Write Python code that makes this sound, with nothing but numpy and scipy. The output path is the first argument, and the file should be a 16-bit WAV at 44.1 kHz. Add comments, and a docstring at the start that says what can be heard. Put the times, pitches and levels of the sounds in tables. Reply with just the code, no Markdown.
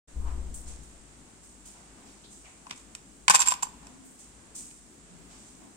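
"""Toy cover springing open

A thumb works the catch of a small toy close to a stereo camera: a few faint clicks, then the
spring-loaded metal cover flies open, clacks against its plastic stop and chatters to rest. Skin slides
on the hollow shell, a low handling rumble dies away at the start, and a quiet room hums behind it all."""
import sys
import numpy as np
from scipy import signal
from scipy.fft import rfft, irfft, next_fast_len
from scipy.io import wavfile
from scipy.ndimage import uniform_filter1d, map_coordinates

SR = 44100
rng = np.random.default_rng(int(sys.argv[2]) if len(sys.argv) > 2 else 0)


def to_wav(sig):
    """Store sig (one row per channel, or 1-D mono) as 16-bit WAV at the path in sys.argv[1].

    Samples outside -1..1 are clipped; the rate is SR.
    """
    pcm = np.clip(np.atleast_2d(sig), -1, 1) * 32767
    pcm = np.round(pcm).astype(np.int16)
    wavfile.write(sys.argv[1], SR, pcm.T)  # frames by channels


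N = 254016
TIME_S = np.arange(N) / SR
CONTACT_TIME_S = np.arange(SR // 5) / SR


def amp(db):
    return 10 ** (np.asarray(db) / 20)


def unit_rms(x):
    return x / np.sqrt(np.mean(x ** 2) + 1e-20)


def along(points, hz):
    """Interpolate (freq_hz, value) points on a log axis."""
    freq_hz, values = np.transpose(points)
    return np.interp(np.log(hz + 1), np.log(freq_hz + 1), values)


def wobble(rate_hz):
    """Smooth random curve, rate_hz knots a second."""
    knots = rng.standard_normal(int(N * rate_hz / SR) + 4)
    return map_coordinates(knots, [np.arange(N) * rate_hz / SR])


def filtered(x, response):
    """Apply a gain given as a function of frequency."""
    size = x.shape[-1]
    padded = next_fast_len(size + 4096)
    return irfft(rfft(x, padded) * response(np.fft.rfftfreq(padded, 1 / SR)), padded)[..., :size]


def pan(lean_db):
    """Constant-power gains; lean is left minus right."""
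    gains = amp(np.array([[.5], [-.5]]) * lean_db)
    return gains / np.sqrt(np.mean(gains ** 2, axis=0))


def add(track, start_s, sound):
    part = track[:, round(start_s * SR):][:, :sound.shape[-1]]
    part += sound[:, :part.shape[-1]]


def strokes(rows):
    """Rubbing envelope: each stroke rises, then dies away."""
    return sum(np.clip((TIME_S - start_s) / rise_s, 0, 1)
               * amp(level_db - 60 * np.maximum(TIME_S - start_s - rise_s, 0) / t60_s)
               for start_s, level_db, rise_s, t60_s in rows)


def band(centre_hz, octaves):
    """Stereo noise of rms 1 in one resonance."""
    resonance = lambda hz: 1 / (1 + (np.log2((hz + 1) / centre_hz) / octaves) ** 2)
    return unit_rms(filtered(rng.standard_normal((2, N)), resonance))


def ring(modes, attack_s, scatter_db, detune):
    """Damped modes; each contact point gives them new strengths and shifts their pitch a little."""
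    t = CONTACT_TIME_S
    onset = 1 - np.exp(-t / attack_s)
    bend = 1 + detune * rng.standard_normal()
    return onset * sum(pan(lean_db) * amp(level_db + scatter_db * rng.standard_normal() - 60 * t / t60_s)
                       * np.sin(2 * np.pi * (bend * pitch_hz * t + rng.random()))
                       for pitch_hz, level_db, t60_s, lean_db in modes)


# left-right likeness of the noise: freq_hz, correlation
NOISE_LIKENESS = [(60, 0.67), (290, 0.93), (640, 0.14), (1400, 0.016)]
# left-right balance of the noise: freq_hz, lean_db
NOISE_LEAN = [(60, 4.5), (700, 4.5), (2400, -0.5), (4400, -0.5), (7300, -10), (8700, 8.5), (12000, 1)]


def rush(spectrum):
    """Stereo noise of rms 1 from (freq_hz, density_db): nearly mono bass, unrelated treble."""
    def mid_side_gains(hz):
        angle = np.arccos(np.clip(along(NOISE_LIKENESS, hz), -1, 1)) / 2
        return amp(along(spectrum, hz)) * [np.cos(angle), np.sin(angle)]

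    mid, side = filtered(rng.standard_normal((2, N)), mid_side_gains)
    return unit_rms(filtered(np.array([mid + side, mid - side]), lambda hz: pan(along(NOISE_LEAN, hz))))


# room air spectrum: freq_hz, density_db
AIR_SPECTRUM = [(15, -13), (30, -37), (50, 2), (75, -12), (120, -9.5), (250, -11.5), (550, -17),
                (900, -18.5), (2000, -23), (4900, -29), (8500, -36), (11000, -43), (15800, -65)]


def air_and_hiss():
    """Gently wavering room air under steady microphone hiss."""
    air = amp(-57 + 1.2 * wobble(3.15)) * rush(AIR_SPECTRUM)
    hiss = rush([(3000, -29), (6000, -8.5), (7500, 0.5), (9000, -2.5), (10500, -25.5), (15000, -41)])
    return air + amp(-58.5) * hiss


# drone contour: time_s, gain_db
DRONE_CONTOUR = [(0.9, -61.5), (1.43, -61.5), (3.74, -59), (3.99, -59), (4.34, -61), (4.95, -61),
                 (5.24, -59.5), (5.76, -60)]
# brief drone swells: peak_s, level_db, half_length_s, centre_hz
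DRONE_SWELLS = [(3.986, -53.5, 0.13, 264), (5.14, -56, 0.097, 169), (5.648, -55.5, .06, 284)]


def drone():
    """A distant drone that swells now and then."""
    contour_db = np.interp(TIME_S, *np.transpose(DRONE_CONTOUR))
    envelope = amp(contour_db - 0.5 + 2.5 * wobble(8.1))
    bed = envelope * rush([(100, -29), (190, 0), (280, 0), (400, -9), (900, -35)])
    swells = sum(amp(level_db) * np.exp(-((TIME_S - peak_s) / half_s) ** 2)
                 * band(centre_hz, octaves=0.098) for peak_s, level_db, half_s, centre_hz in DRONE_SWELLS)
    return bed + swells


def mains_hum(pitch_hz=49, level_db=-65.5):
    """A low tone, wavering in phase and level."""
    tone = np.sin(2 * np.pi * pitch_hz * TIME_S + 0.25 * wobble(16))
    return amp(level_db + 1.6 * wobble(8.1)) * unit_rms(tone) * pan(7)


# handling bumps: start_s, gain_db, hold_s
BUMPS = [(.12, 0, .21), (.63, -14, .06)]
# two beating low modes: pitch_hz, level_db, t60_s
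BOOM_MODES = [(64, -35.5, 0.87), (49.6, -39.5, 1.5)]


def handling(rise_s=0.055, sway_db=-35.5, shuffle_db=-50):
    """Bumps sway the camera as the hand shuffles; their throbbing boom sinks as its upper mode dies."""
    def bumps(t60_s):
        return sum(np.clip((TIME_S - start_s) / rise_s, 0, 1) ** 2
                   * amp(gain_db - 60 * np.maximum(TIME_S - start_s - rise_s - hold_s, 0) / t60_s)
                   for start_s, gain_db, hold_s in BUMPS)

    since_s = TIME_S - BUMPS[0][0]
    sway = bumps(t60_s=1.0) * rush([(8, 0), (25, -3), (32, -18), (45, -28), (80, -55), (200, -90)])
    boom = sum(amp(level_db) * bumps(t60_s)
               * unit_rms(np.sin(2 * np.pi * pitch_hz * since_s + 0.3 * wobble(12.6)))
               for pitch_hz, level_db, t60_s in BOOM_MODES)
    shuffle = bumps(t60_s=2.06) * rush([(60, -9), (130, -2.5), (300, -8), (600, -17), (2000, -45)])
    return amp(sway_db) * sway + boom * pan(5.4) + amp(shuffle_db) * shuffle


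# shifts of the hold: start_s, dull_db, bright_db
GRIP_SHIFTS = [(0.249, -51, -63), (.655, -65, -59.5), (1.64, -70, -58), (1.74, -62, -82),
               (1.96, -62.5, -78), (2.05, -93, -60), (2.43, -60, -65), (3.81, -57.5, -65), (4.55, -79, -62),
               (5.29, -62, -56.5), (5.599, -61, -83)]
# finger scuffs: start_s, level_db, rise_s, t60_s, centre_hz
FINGER_SCUFFS = [(.17, -51, 0.13, .45, 1000), (2.235, -54.5, 0.0084, .35, 3800),
                 (2.44, -55.5, 0.013, 0.5, 2380), (2.645, -52, 0.026, 0.085, 860),
                 (2.695, -49, 0.025, 0.11, 2480)]


def grip(rest_dull_db=-72.5, rest_bright_db=-68, rise_s=0.026, t60_s=0.7):
    """The hand rustles faintly, more at each shift; each scuff stirs one resonance of the shell."""
    restless_db = -1.5 * wobble(4.01)
    dull_shifts = strokes([(start_s, db, rise_s, t60_s) for start_s, db, _ in GRIP_SHIFTS])
    bright_shifts = strokes([(start_s, db, rise_s, t60_s) for start_s, _, db in GRIP_SHIFTS])
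    dull = rush([(300, -39), (700, -3.5), (1000, -6), (1500, -13), (3000, -21), (8000, -69)])
    bright = rush([(800, -45), (2200, 1), (4000, 0), (8000, 6.5), (11000, -19), (15000, -24)])
    dull *= amp(rest_dull_db + restless_db) + dull_shifts
    bright *= amp(rest_bright_db + restless_db) + bright_shifts
    scuffs = sum(strokes([stroke]) * band(centre_hz, octaves=0.3) for *stroke, centre_hz in FINGER_SCUFFS)
    return dull + bright + scuffs


# thumb slides: start_s, level_db, rise_s, t60_s, tilt_db_per_octave
THUMB_SLIDES = [(0.539, -41.5, 0.0043, 0.45, 6), (.666, -47, 0.012, 0.52, -3), (0.819, -56.5, 0.018, .6, 6),
                (1.42, -54, 0.024, .7, 2), (1.652, -47, .008, 0.48, 4), (2.29, -51.5, 0.033, 1, -1),
                (2.755, -50, 0.0089, 0.32, -4), (4.035, -55, 0.022, 0.98, 12), (4.18, -49, 0.023, .45, -2),
                (4.547, -38.5, 0.0086, 0.7, 1.5), (5.27, -54, 0.21, 0.69, -4)]
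# skin on plastic: freq_hz, density_db
SKIN_SPECTRUM = [(1000, -34), (3000, -17.5), (4700, -14), (6000, -5), (7400, 1.5), (8800, 1), (10500, -18),
                 (12500, -23), (15800, -26)]


def thumb():
    """Skin hisses over the shell in short slides; its ridges catch and add a fine grit."""
    grit = unit_rms(amp(1.8 * wobble(1500) + 0.9 * wobble(160)))
    spectrum = lambda tilt: [(hz, db + tilt * np.log2(hz / 1000)) for hz, db in SKIN_SPECTRUM]
    return grit * sum(strokes([stroke]) * rush(spectrum(tilt)) for *stroke, tilt in THUMB_SLIDES)


# room decay: freq_hz, t60_s
ROOM_DECAY = [(200, 0.39), (1000, 0.47), (4000, 0.45), (8000, 0.2), (14000, 0.35)]


def reverb(x, predelay_samples=300):
    """Each frequency of the room's answer dies at its own speed."""
    hz, t, spectra = signal.stft(rng.standard_normal((2, SR * 3 // 4)), SR, nperseg=256)
    decay = amp(-60 * t / along(ROOM_DECAY, hz)[:, None])
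    tail = signal.istft(spectra * decay, SR, nperseg=256)[1]
    tail = np.pad(tail, ((0, 0), (predelay_samples, 0)))
    return signal.fftconvolve(x, tail / np.linalg.norm(tail[0]), axes=1)[:, :N]


# contact spectrum at each microphone: freq_hz, density_db
CONTACT_LEFT = [(60, -24), (500, -23.5), (800, 0), (1700, -1.5), (2600, 2.5), (4400, -3.5), (7000, -4),
                (8500, 8.5), (9400, 1), (10900, -11.5), (13400, -15), (15500, -38)]
CONTACT_RIGHT = [(60, -26), (500, -29), (800, -2), (2500, 1), (3500, 0), (4200, -7.5), (4800, 3),
                 (6500, 4.5), (7400, 12), (8700, -8), (13400, -14), (15500, -40)]


def contact_noise(size, tilt_db_per_octave, corner_hz=4500):
    """Noise of rms 1 in the colour of the toy; harder contacts keep more treble."""
    def colour(hz):
        treble_db = tilt_db_per_octave * np.log2(1 + (hz / corner_hz) ** 2) / 2
        return amp(treble_db + np.array([along(CONTACT_LEFT, hz), along(CONTACT_RIGHT, hz)]))

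    return unit_rms(filtered(rng.standard_normal((2, size)), colour))


def crack(tilt_db_per_octave, burst_t60_s, buzz_db, buzz_t60_s, low_cut_hz=450):
    """A sharp burst, then the grainy buzz of loose parts; so small a part radiates little bass."""
    t = CONTACT_TIME_S
    grain_db = unit_rms(uniform_filter1d(rng.standard_normal(len(t)), size=40))
    buzz = unit_rms(amp(grain_db)) * amp(buzz_db - 60 * t / buzz_t60_s)
    onset = 1 - np.exp(-t / 0.00019)
    burst = contact_noise(len(t), tilt_db_per_octave) * onset * (amp(-60 * t / burst_t60_s) + buzz)
    return signal.sosfilt(signal.butter(2, low_cut_hz, "highpass", fs=SR, output="sos"), burst)


# modes of the plastic stop, hollow shell and thin metal cover: pitch_hz, level_db, t60_s, lean_db
STOP_MODES = [(2460, -0.5, 0.016, -1), (3660, 0, 0.0072, -3), (4660, -3.5, 0.015, -14),
              (5730, 2, 0.0094, -2)]
SHELL_MODES = [(1000, 0.5, 0.027, 8), (870, -11, 0.029, 3), (1140, -13, 0.024, 27), (1520, -9.5, 0.023, 14),
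               (710, -27, 0.018, 1), (1760, -11, 0.015, 5), (175, -39, 0.088, 5)]
COVER_MODES = [(7413, -2, 0.036, -15), (7380, -17, 0.044, -10), (8600, -15, 0.012, 17),
               (6200, -24, .03, -3), (10130, -27.5, 0.036, -6), (13500, -40, 0.021, 3),
               (15300, -31, .028, -8)]


def contacts(rows, snap_db, tilt_db_per_octave, damping_db_per_s=0, **crack_shape):
    """Each contact cracks on the stop, knocks the shell and rings the cover; more metal, more treble."""
    track = np.zeros((2, N))
    for start_s, crack_db, knock_db, ring_db in rows:
        tilt = tilt_db_per_octave + 0.26 * (ring_db - crack_db)
        damped_db = ring_db - damping_db_per_s * CONTACT_TIME_S
        hit = amp(crack_db - 2.5) * crack(tilt, **crack_shape)
        hit += amp(crack_db + snap_db) * ring(STOP_MODES, attack_s=0.00058, scatter_db=0.5, detune=0.03)
        hit += amp(knock_db + 8.5) * ring(SHELL_MODES, attack_s=0.0021, scatter_db=2, detune=0.0064)
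        hit += amp(damped_db + 3.5) * ring(COVER_MODES, attack_s=0.00096, scatter_db=0.7, detune=0.0027)
        add(track, start_s, hit)
    return track


# small clicks of catch and hinge: start_s, crack_db, knock_db, ring_db
CATCH_CLICKS = [(2.6675, -38.5, -42, -80), (2.6965, -39, -54, -66), (2.7070, -33, -48, -59),
                (2.7098, -23.5, -42, -50), (2.7255, -38, -50, -64), (2.7320, -40, -48, -68),
                (2.9503, -28, -58, -24), (3.8695, -41, -52, -35), (4.7110, -45, -70, -42)]
# modes of the held body: pitch_hz, level_db, t60_s, lean_db
BODY_MODES = [(210, 1, .035, 5), (395, 0, .025, -4)]


def catch(thud_s=2.709, thud_db=-43):
    """Clicks with the cover's ring damped; the held body gives under the catch with one thud."""
    clicks = contacts(CATCH_CLICKS, snap_db=-7, tilt_db_per_octave=-1.5, damping_db_per_s=3500,
                      burst_t60_s=0.011, buzz_db=-18, buzz_t60_s=0.087)
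    add(clicks, thud_s, amp(thud_db) * ring(BODY_MODES, attack_s=0.002, scatter_db=3, detune=0.01))
    return clicks


# swings of the cover on its hinge: start_s, level_db, rise_s, t60_s
HINGE_SWINGS = [(3.329, -32, .012, .07), (3.387, -33, .025, .08), (3.453, -32, .016, .08),
                (3.495, -35, .015, .1), (3.622, -38, .006, .085)]


def hinge_scrape():
    """The hinge scrapes roughly as the cover swings back."""
    return strokes(HINGE_SWINGS) * amp(3 * wobble(860)) * contact_noise(N, tilt_db_per_octave=1.2)


def hinge_chatter(count=7, gap_s=0.007, scatter_db=3):
    """Contact rows: on each swing the loose hinge taps unevenly, following the level of its scrape."""
    scrape_db = 20 * np.log10(strokes(HINGE_SWINGS) + 1e-6)
    times_s = np.concatenate([start_s + gap_s * (np.arange(count) + rng.random(count))
                              for start_s, *_ in HINGE_SWINGS])
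    levels_db = scrape_db[(times_s * SR).astype(int), None] + [8.5, 5, 8.5]  # crack, knock, ring
    levels_db += scatter_db * rng.standard_normal(levels_db.shape)
    return np.column_stack([times_s, levels_db])


# main blows of the cover: start_s, crack_db, knock_db, ring_db
COVER_BLOWS = [(3.2807, -8.5, -13.5, -58), (3.2978, -8, -8.5, -16), (3.3040, -13, -11.5, -13),
               (3.3088, -11, -24, -40), (3.3120, -16, -35, -28), (3.3425, -20.5, -16.5, -27),
               (3.3475, -9.5, -14.5, -14), (3.3548, -9, -36, -23), (3.3605, -14.5, -26, -22),
               (3.3925, -29, -22, -11), (3.4025, -17.5, -27.5, -9), (3.4193, -16, -28, -26),
               (3.4255, -21, -38, -29), (3.4728, -20, -23, -14), (3.4840, -17.5, -28, -8),
               (3.5075, -38, -41, -19), (3.5205, -21.5, -19, -37), (3.5385, -28.5, -38, -39),
               (3.6243, -29, -29.5, -29), (3.6300, -26, -28, -13.5), (3.6690, -62, -44, -62)]


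def cover():
    """The sprung cover strikes its stop and chatters to rest, ringing freely."""
    return contacts([*COVER_BLOWS, *hinge_chatter()], snap_db=-3.5, tilt_db_per_octave=3,
                    burst_t60_s=0.015, buzz_db=-10, buzz_t60_s=0.082)


def toy(left_delay_samples=13, reverb_db=-14):
    """Cover, catch and hinge in the room; their sound reaches the right microphone first."""
    direct = cover() + catch() + hinge_scrape()
    direct[0] = np.roll(direct[0], left_delay_samples)
    return direct + amp(reverb_db) * reverb(direct)


def scene():
    return toy() + thumb() + grip() + handling() + air_and_hiss() + drone() + mains_hum()


def record(dry):
    """The camera's input opens after a moment, rounds off the highest peaks and limits the band."""
    fade_in_s, ceiling, top_hz = [0.074, 0.084], 0.85, 15850
    opened = dry * np.interp(TIME_S, fade_in_s, [0, 1])
    rounded = opened / (1 + (opened / ceiling) ** 6) ** (1 / 6)
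    return filtered(rounded, lambda hz: hz < top_hz)


dry = scene()
out = record(dry)
to_wav(out)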